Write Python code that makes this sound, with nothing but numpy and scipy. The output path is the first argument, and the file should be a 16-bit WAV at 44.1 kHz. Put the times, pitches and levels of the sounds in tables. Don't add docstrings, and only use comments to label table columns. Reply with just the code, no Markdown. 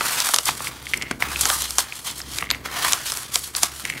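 import sys
import numpy as np
from scipy import signal
from scipy.fft import rfft, irfft
from scipy.io import wavfile
from scipy.ndimage import uniform_filter1d, map_coordinates

SR = 44100
rng = np.random.default_rng(int(sys.argv[2]) if len(sys.argv) > 2 else 0)


def unload_wav(signal):
    wavfile.write(
        sys.argv[1],
        SR,
        np.round(np.clip(np.atleast_2d(signal).T, -1, 1) * 32767).astype(np.int16),
    )


N = 176400
T = np.arange(N) / SR
MS, HIT_SAMPLES = SR / 1000, 2048
HIT_MS = np.arange(HIT_SAMPLES) / MS
CELLS_PER_S, CELL_SPREAD_DB = 9000, 2.5
LEAD_DB = -18.5

# time in seconds, relative levels of fizz and of crunch in dB.
SQUEEZES = [(0, -33, -34.5), (0.08, -25, -28.5), (0.2, -24.5, -29.5), (0.31, -24.5, -34),
            (0.425, -34.5, -48), (0.478, -24.5, -28.5), (0.53, -34, -42.5), (0.59, -38.5, -45),
            (0.68, -29.5, -36), (0.7, -45.5, -43.5), (0.81, -49, -48), (0.9, -37.5, -46),
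            (1.05, -50, -45.5), (1.19, -55, -57), (1.205, -33, -35.5), (1.24, -45, -30.5), (1.28, -43, -38),
            (1.31, -32, -33.5), (1.39, -31.5, -39), (1.44, -26, -34), (1.52, -22, -37.5), (1.6, -26, -39.5),
            (1.66, -33, -42.5), (1.76, -33, -44.5), (1.805, -22.5, -33.5), (1.87, -48, -44.5),
            (1.96, -36.5, -45.5), (2.02, -40, -49.5), (2.085, -27.5, -37), (2.135, -46, -50),
            (2.18, -32, -47), (2.24, -49, -51.5), (2.35, -31.5, -41), (2.42, -36.5, -41), (2.48, -55, -55),
            (2.54, -48, -45.5), (2.635, -62, -50), (2.658, -38, -31.5), (2.69, -48, -41.5),
            (2.75, -36, -31.5), (2.89, -24, -31.5), (2.96, -31, -32.5), (3.015, -37.5, -38),
            (3.07, -28, -37.5), (3.2, -32.5, -40.5), (3.3, -46.5, -50), (3.345, -23.5, -37),
            (3.41, -34.5, -47.5), (3.47, -31, -43.5), (3.525, -49.5, -55.5), (3.57, -28.5, -34),
            (3.605, -31, -44), (3.64, -26, -36), (3.7, -45.5, -45.5), (3.78, -36, -44), (4.0, -44, -45)]
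# frequency in Hz, relative level in dB.
FIZZ_SPECTRUM = [(1500, -44), (2800, -42), (4200, -1.5), (6000, -2.5), (8000, 1.5), (10500, 0.5),
                 (13000, -4.5), (15500, -12.5)]
GRIT_SPECTRUM = [(800, -25), (1500, -4.5), (2100, -3), (3200, 10), (4200, 7.5), (6500, 4.5), (12000, -28)]
CRUNCH_SPECTRUM = [(120, -17.5), (400, -13.5), (620, -5.5), (1100, -0.5), (1750, 0), (2500, -4.5),
                   (4500, -17.5)]
RUMBLE_SPECTRUM = [(20, -15), (45, -1.5), (135, 8), (180, 0), (270, 3.5), (450, -2), (3000, -29)]
AIR_SPECTRUM = [(60, 12.5), (1000, 13), (15000, -68)]
# time in seconds, level in dB that it wavers around.
HUM_LEVELS = [(0, -53.5), (1.25, -52), (1.42, -38.5), (1.66, -39.5), (1.88, -55.5), (2.12, -47),
              (2.53, -47), (4, -56)]
# time in seconds, relative level of the rumble in dB.
HANDLING_LEVELS = [(0, -43.5), (.44, -55.5), (.5, -43), (.9, -49.5), (.98, -39.5), (1.07, -44.5),
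                   (1.13, -42.5), (1.27, -40.5), (1.95, -52.5), (2.45, -41), (3.05, -48.5), (3.75, -51),
                   (3.92, -42.5), (4, -45)]
# start in seconds, level in dB, pitch in Hz.
BLOCK_POPS = [(.0083, -9, 1250), (0.017, -17.5, 1280), (0.489, -7.5, 1075), (.604, -19.5, 860),
              (1.111, -12, 1100), (1.111, -16.5, 315), (1.2232, -12, 990), (2.2025, -24, 1540),
              (2.424, -14.5, 1060), (2.659, -19, 1270), (2.686, -26, 1700), (3.633, -23.5, 416)]
# start in seconds, level in dB, centre of the crack in Hz,
# decay in milliseconds, level of the block's knock in dB.
CRUST_SNAPS = [(0.2025, -8.5, 4260, 0.81, -39), (0.2887, -14.5, 6500, 1.3, -14.5),
               (0.3374, -11.5, 8000, 2.1, -9), (0.342, -3.5, 6640, 2.7, -15),
               (0.3617, -8, 6800, 0.52, -18.5), (0.3854, -6.5, 4400, 1.6, -14.5),
               (1.022, -18.5, 4340, 2.8, -26), (1.1114, -19.5, 5250, 3.1, -31),
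               (1.4098, -4.5, 8440, 9.6, -22), (1.4548, -8, 5140, 0.66, -12.5),
               (1.5006, -10.5, 4480, 1.3, -11), (1.6203, -12.5, 8850, 1.6, -24.5),
               (1.7066, -15, 6030, 1.5, -30), (1.7833, -3.5, 5330, 1.8, -11.5), (1.79, -10, 6000, 5.3, -16),
               (2.385, -12.5, 3850, 1.1, -38), (2.5032, -9, 2720, 0.68, -31),
               (2.5117, -7.5, 3500, 0.32, -21), (2.923, -11, 6800, 2.1, -30),
               (2.9325, -3.5, 3960, 0.91, -16.5), (3.1200, -14, 5960, 0.58, -22),
               (3.172, -16.5, 7000, 0.81, -25.5), (3.3540, -14, 7000, 2.2, -23.5),
               (3.3570, -5.5, 4940, 0.83, -17.5), (3.5505, -14.5, 3600, 0.37, -28),
               (3.6318, -2, 5500, 2.7, -13), (3.852, -19, 6800, 1.2, -28)]
# peak time in seconds, half-width in seconds, level in dB.
CHUNK_RIPS = [(0.457, 0.0027, -14), (.975, 0.0043, -25.5), (2.113, 0.0024, -27), (3.566, 0.0052, -17),
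              (3.9, 0.0083, -27.5)]
# start in seconds, level in dB, pitch in Hz.
SHARD_TAPS = [(0.6706, -16.5, 2200), (.868, -20.5, 2130), (0.9356, -8, 2080), (0.94, -9.5, 2180),
              (1.0134, -20, 2130), (1.0225, -18, 2090), (1.0284, -22, 2180), (1.2231, -7, 2120),
              (1.3594, -13.5, 2510), (1.9233, -19.5, 2420), (2.2162, -22, 5070), (2.547, -19, 2130),
              (3.8518, -14.5, 2150), (3.8997, -13, 2150), (3.937, -25, 2150), (3.978, -23.5, 2150)]
# ratio to the tap's pitch, relative level in dB, decay in milliseconds.
TAP_RING = [(1, 32.5, 1.03), (1.03, -1, 11), (1.24, 16.5, 1.9)]
# start in seconds, end in seconds, level in dB.
CRUMB_TRICKLES = [(0.943, 1.145, -41), (2.39, 2.554, -36.5), (3.85, 3.997, -36.5)]
# peak time in seconds, half-width in seconds, level in dB, resonance in Hz.
BLOCK_GROANS = [(1.514, 0.096, -30.5, 1130), (2.863, 0.043, -29, 1000), (2.866, 0.04, -31, 1690)]


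def amp(db):
    return 10 ** (np.asarray(db) / 20)


def unit(x):
    return x / np.sqrt(np.mean(x ** 2))


def blow(x, db):
    return x * amp(db) * np.sqrt(MS / np.sum(x ** 2))


def curve(rows, column=1):
    rows = np.array(rows)
    return amp(np.interp(T, rows[:, 0], rows[:, column]))


def swell(peak_s, half_width_s, db):
    return amp(db) * np.exp(-2 * ((T - peak_s) / half_width_s) ** 2)


def colour(x, spectrum):
    hz, db = np.array(spectrum).T
    shape_db = np.interp(np.log(np.fft.rfftfreq(N, 1 / SR) + 1), np.log(hz), db)
    cepstrum = irfft(np.log(amp(shape_db)), N)
    cepstrum[1:N // 2] *= 2
    cepstrum[N // 2 + 1:] = 0
    return unit(irfft(rfft(x) * np.exp(rfft(cepstrum)), N))


def wander(rate_hz):
    hold = max(int(SR / rate_hz), 1)
    steps = np.repeat(rng.standard_normal(N // hold + 1), hold)
    return unit(uniform_filter1d(steps, hold)[:N])


def clicks(per_s, spread_db):
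    fires = rng.random(N) < per_s / SR
    size = np.minimum(rng.exponential(size=N), 6)
    return fires * rng.choice([-1, 1], N) * amp(spread_db * size)


def ring(hz, decay_ms, rise_ms=0.19):
    envelope = np.exp(-HIT_MS / decay_ms) * (1 - np.exp(-HIT_MS / rise_ms))
    swing = np.sin(2 * np.pi * hz * HIT_MS / 1000) * envelope
    return np.diff(swing, prepend=0) * SR / (2 * np.pi * hz)


def resonate(x, hz, decay_ms):
    return unit(signal.fftconvolve(x, ring(hz, decay_ms))[:N])


def fracture(hz, octaves, decay_ms, top_hz=11200):
    f = np.fft.rfftfreq(HIT_SAMPLES, 1 / SR) + 1
    band = np.exp(-.5 * (np.log2(f / hz) / octaves) ** 2) / np.sqrt(1 + (f / top_hz) ** 8)
    rattle = irfft(band * np.exp(2j * np.pi * rng.random(len(f))))
    attack = 1 - np.exp(-HIT_MS / 1000 * hz)
    return rattle * attack * np.exp(-HIT_MS / decay_ms)


def add(out, start_s, x):
    i = int(start_s * SR)
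    x, i = x[max(-i, 0):], max(i, 0)
    out[i:i + len(x)] += x[:max(N - i, 0)]


def foam():
    bright, hollow = curve(SQUEEZES, column=1), curve(SQUEEZES, column=2)
    walls = amp(-10.5) * unit(clicks(per_s=350, spread_db=5))
    cells = lambda: unit(clicks(CELLS_PER_S, CELL_SPREAD_DB)) + walls
    fizz = amp(-2) * bright * colour(cells(), FIZZ_SPECTRUM)
    grit = amp(-1.5 + 2 * wander(24.5)) * np.sqrt(bright * hollow) * colour(cells(), GRIT_SPECTRUM)
    crunch = amp(1.5) * hollow * colour(cells(), CRUNCH_SPECTRUM)
    groans = sum(swell(s, half_width_s, db) * resonate(cells(), hz, decay_ms=0.88)
                 for s, half_width_s, db, hz in BLOCK_GROANS)
    fingertip_scrape = swell(2.088, 0.04, db=-32) * resonate(cells(), hz=3150, decay_ms=0.19)
    flutter = amp(2.16 * wander(160))
    return (fizz + grit + crunch + groans + fingertip_scrape) * flutter


def near_reflections(x):
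    echoes, power = np.zeros(N), 1
    for delay_ms, db in [(0.848, -14.5), (2.598, -24.5)]:
        lag = delay_ms * MS * (1 + 0.1 * wander(5.5))
        echoes += amp(db) * map_coordinates(x, [np.arange(N) - lag], order=3)
        power += amp(db) ** 2
    return (x + echoes) / np.sqrt(power)


def hum(hz=64.7):
    phase = 2 * np.pi * np.cumsum(hz * (1 + 0.036 * wander(8.2))) / SR
    fundamental = curve(HUM_LEVELS) * amp(3.5 * wander(8.1)) * np.sin(phase)
    octave = amp(-59.5 + wander(26)) * np.sin(2 * phase)
    return np.sqrt(2) * (fundamental + octave)


def handling():
    return amp(1) * curve(HANDLING_LEVELS) * colour(clicks(per_s=900, spread_db=2.93), RUMBLE_SPECTRUM)


def room_air():
    return amp(-60.5) * colour(rng.standard_normal(N), AIR_SPECTRUM)


def block_pops():
    out = np.zeros(N)
    for s, db, hz in BLOCK_POPS:
        crunch, strain = (fracture(hz, octaves=1, decay_ms=1.8) for _ in range(2))
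        pop = blow(ring(hz, decay_ms=0.94), 0) + blow(crunch, -0.43)
        add(out, s, blow(pop, db))
        add(out, s - HIT_SAMPLES / SR, blow(strain, db + LEAD_DB)[::-1])
    return out


def dispersed(x, bass_lag_s=0.0018, corner_hz=1455):
    f = np.fft.rfftfreq(N, 1 / SR)
    delay_s = bass_lag_s / (1 + (f / corner_hz) ** 2)
    phase = 2 * np.pi * np.cumsum(delay_s) * SR / N
    return irfft(rfft(x) * np.exp(-1j * phase), N)


def crust_snaps():
    out = np.zeros(N)
    for s, db, hz, decay_ms, knock_db in CRUST_SNAPS:
        knock_hz = 1200 * np.exp(.12 * rng.standard_normal())
        thud = fracture(750, octaves=0.94, decay_ms=6.3)
        knock = blow(ring(knock_hz, decay_ms=0.8), 0) + blow(thud, -4.5)
        crack, creak = (fracture(hz, octaves=0.92, decay_ms=decay_ms) for _ in range(2))
        add(out, s, blow(crack, db) + blow(knock, knock_db))
        add(out, s - HIT_SAMPLES / SR, blow(creak, db + LEAD_DB)[::-1])
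    ping = ring(11600, decay_ms=7.8) + ring(12900, decay_ms=7.8)
    add(out, 2.5125, blow(ping, -20))
    return out


def chunk_rips():
    sprays = [colour(clicks(CELLS_PER_S, CELL_SPREAD_DB), FIZZ_SPECTRUM) for _ in range(2)]
    return sum(swell(*rip) for rip in CHUNK_RIPS) * np.array(sprays)


def tap_ring(hz):
    return sum(amp(db) * ring(hz * ratio, decay_ms) for ratio, db, decay_ms in TAP_RING)


def shard_taps():
    out = np.zeros(N)
    for s, db, hz in SHARD_TAPS:
        click = fracture(2000, octaves=2.3, decay_ms=3.8)
        add(out, s, blow(tap_ring(hz), db) + blow(click, db - 13.5))
    return out


def crumbs():
    flow = sum(amp(db) * uniform_filter1d(1. * ((T > start) & (T < end)), size=1500)
               for start, end, db in CRUMB_TRICKLES)
    patter = signal.fftconvolve(clicks(per_s=220, spread_db=2.2), tap_ring(hz=2090))[:N]
    return flow * unit(patter)


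def scene(room_t60_s=0.29):
    squeezes = near_reflections(foam())
    hits = dispersed(crust_snaps() + block_pops() + shard_taps() + crumbs())
    near = squeezes + hits + chunk_rips()
    tail = colour(rng.standard_normal(N), [(200, 5), (12000, -7)])
    tail *= amp(-60 * T / room_t60_s) * (T > .004)
    room = signal.fftconvolve(near.mean(axis=0), tail / np.sqrt(np.sum(tail ** 2)))[:N]
    return near + amp(-17) * room + hum() + handling() + room_air()


def record(dry, top_hz=15700):
    lowpass = signal.ellip(10, .2, 80, top_hz, fs=SR, output="sos")
    return signal.sosfilt(lowpass, np.clip(dry, -1, 1))


dry = scene()
out = record(dry)
unload_wav(out)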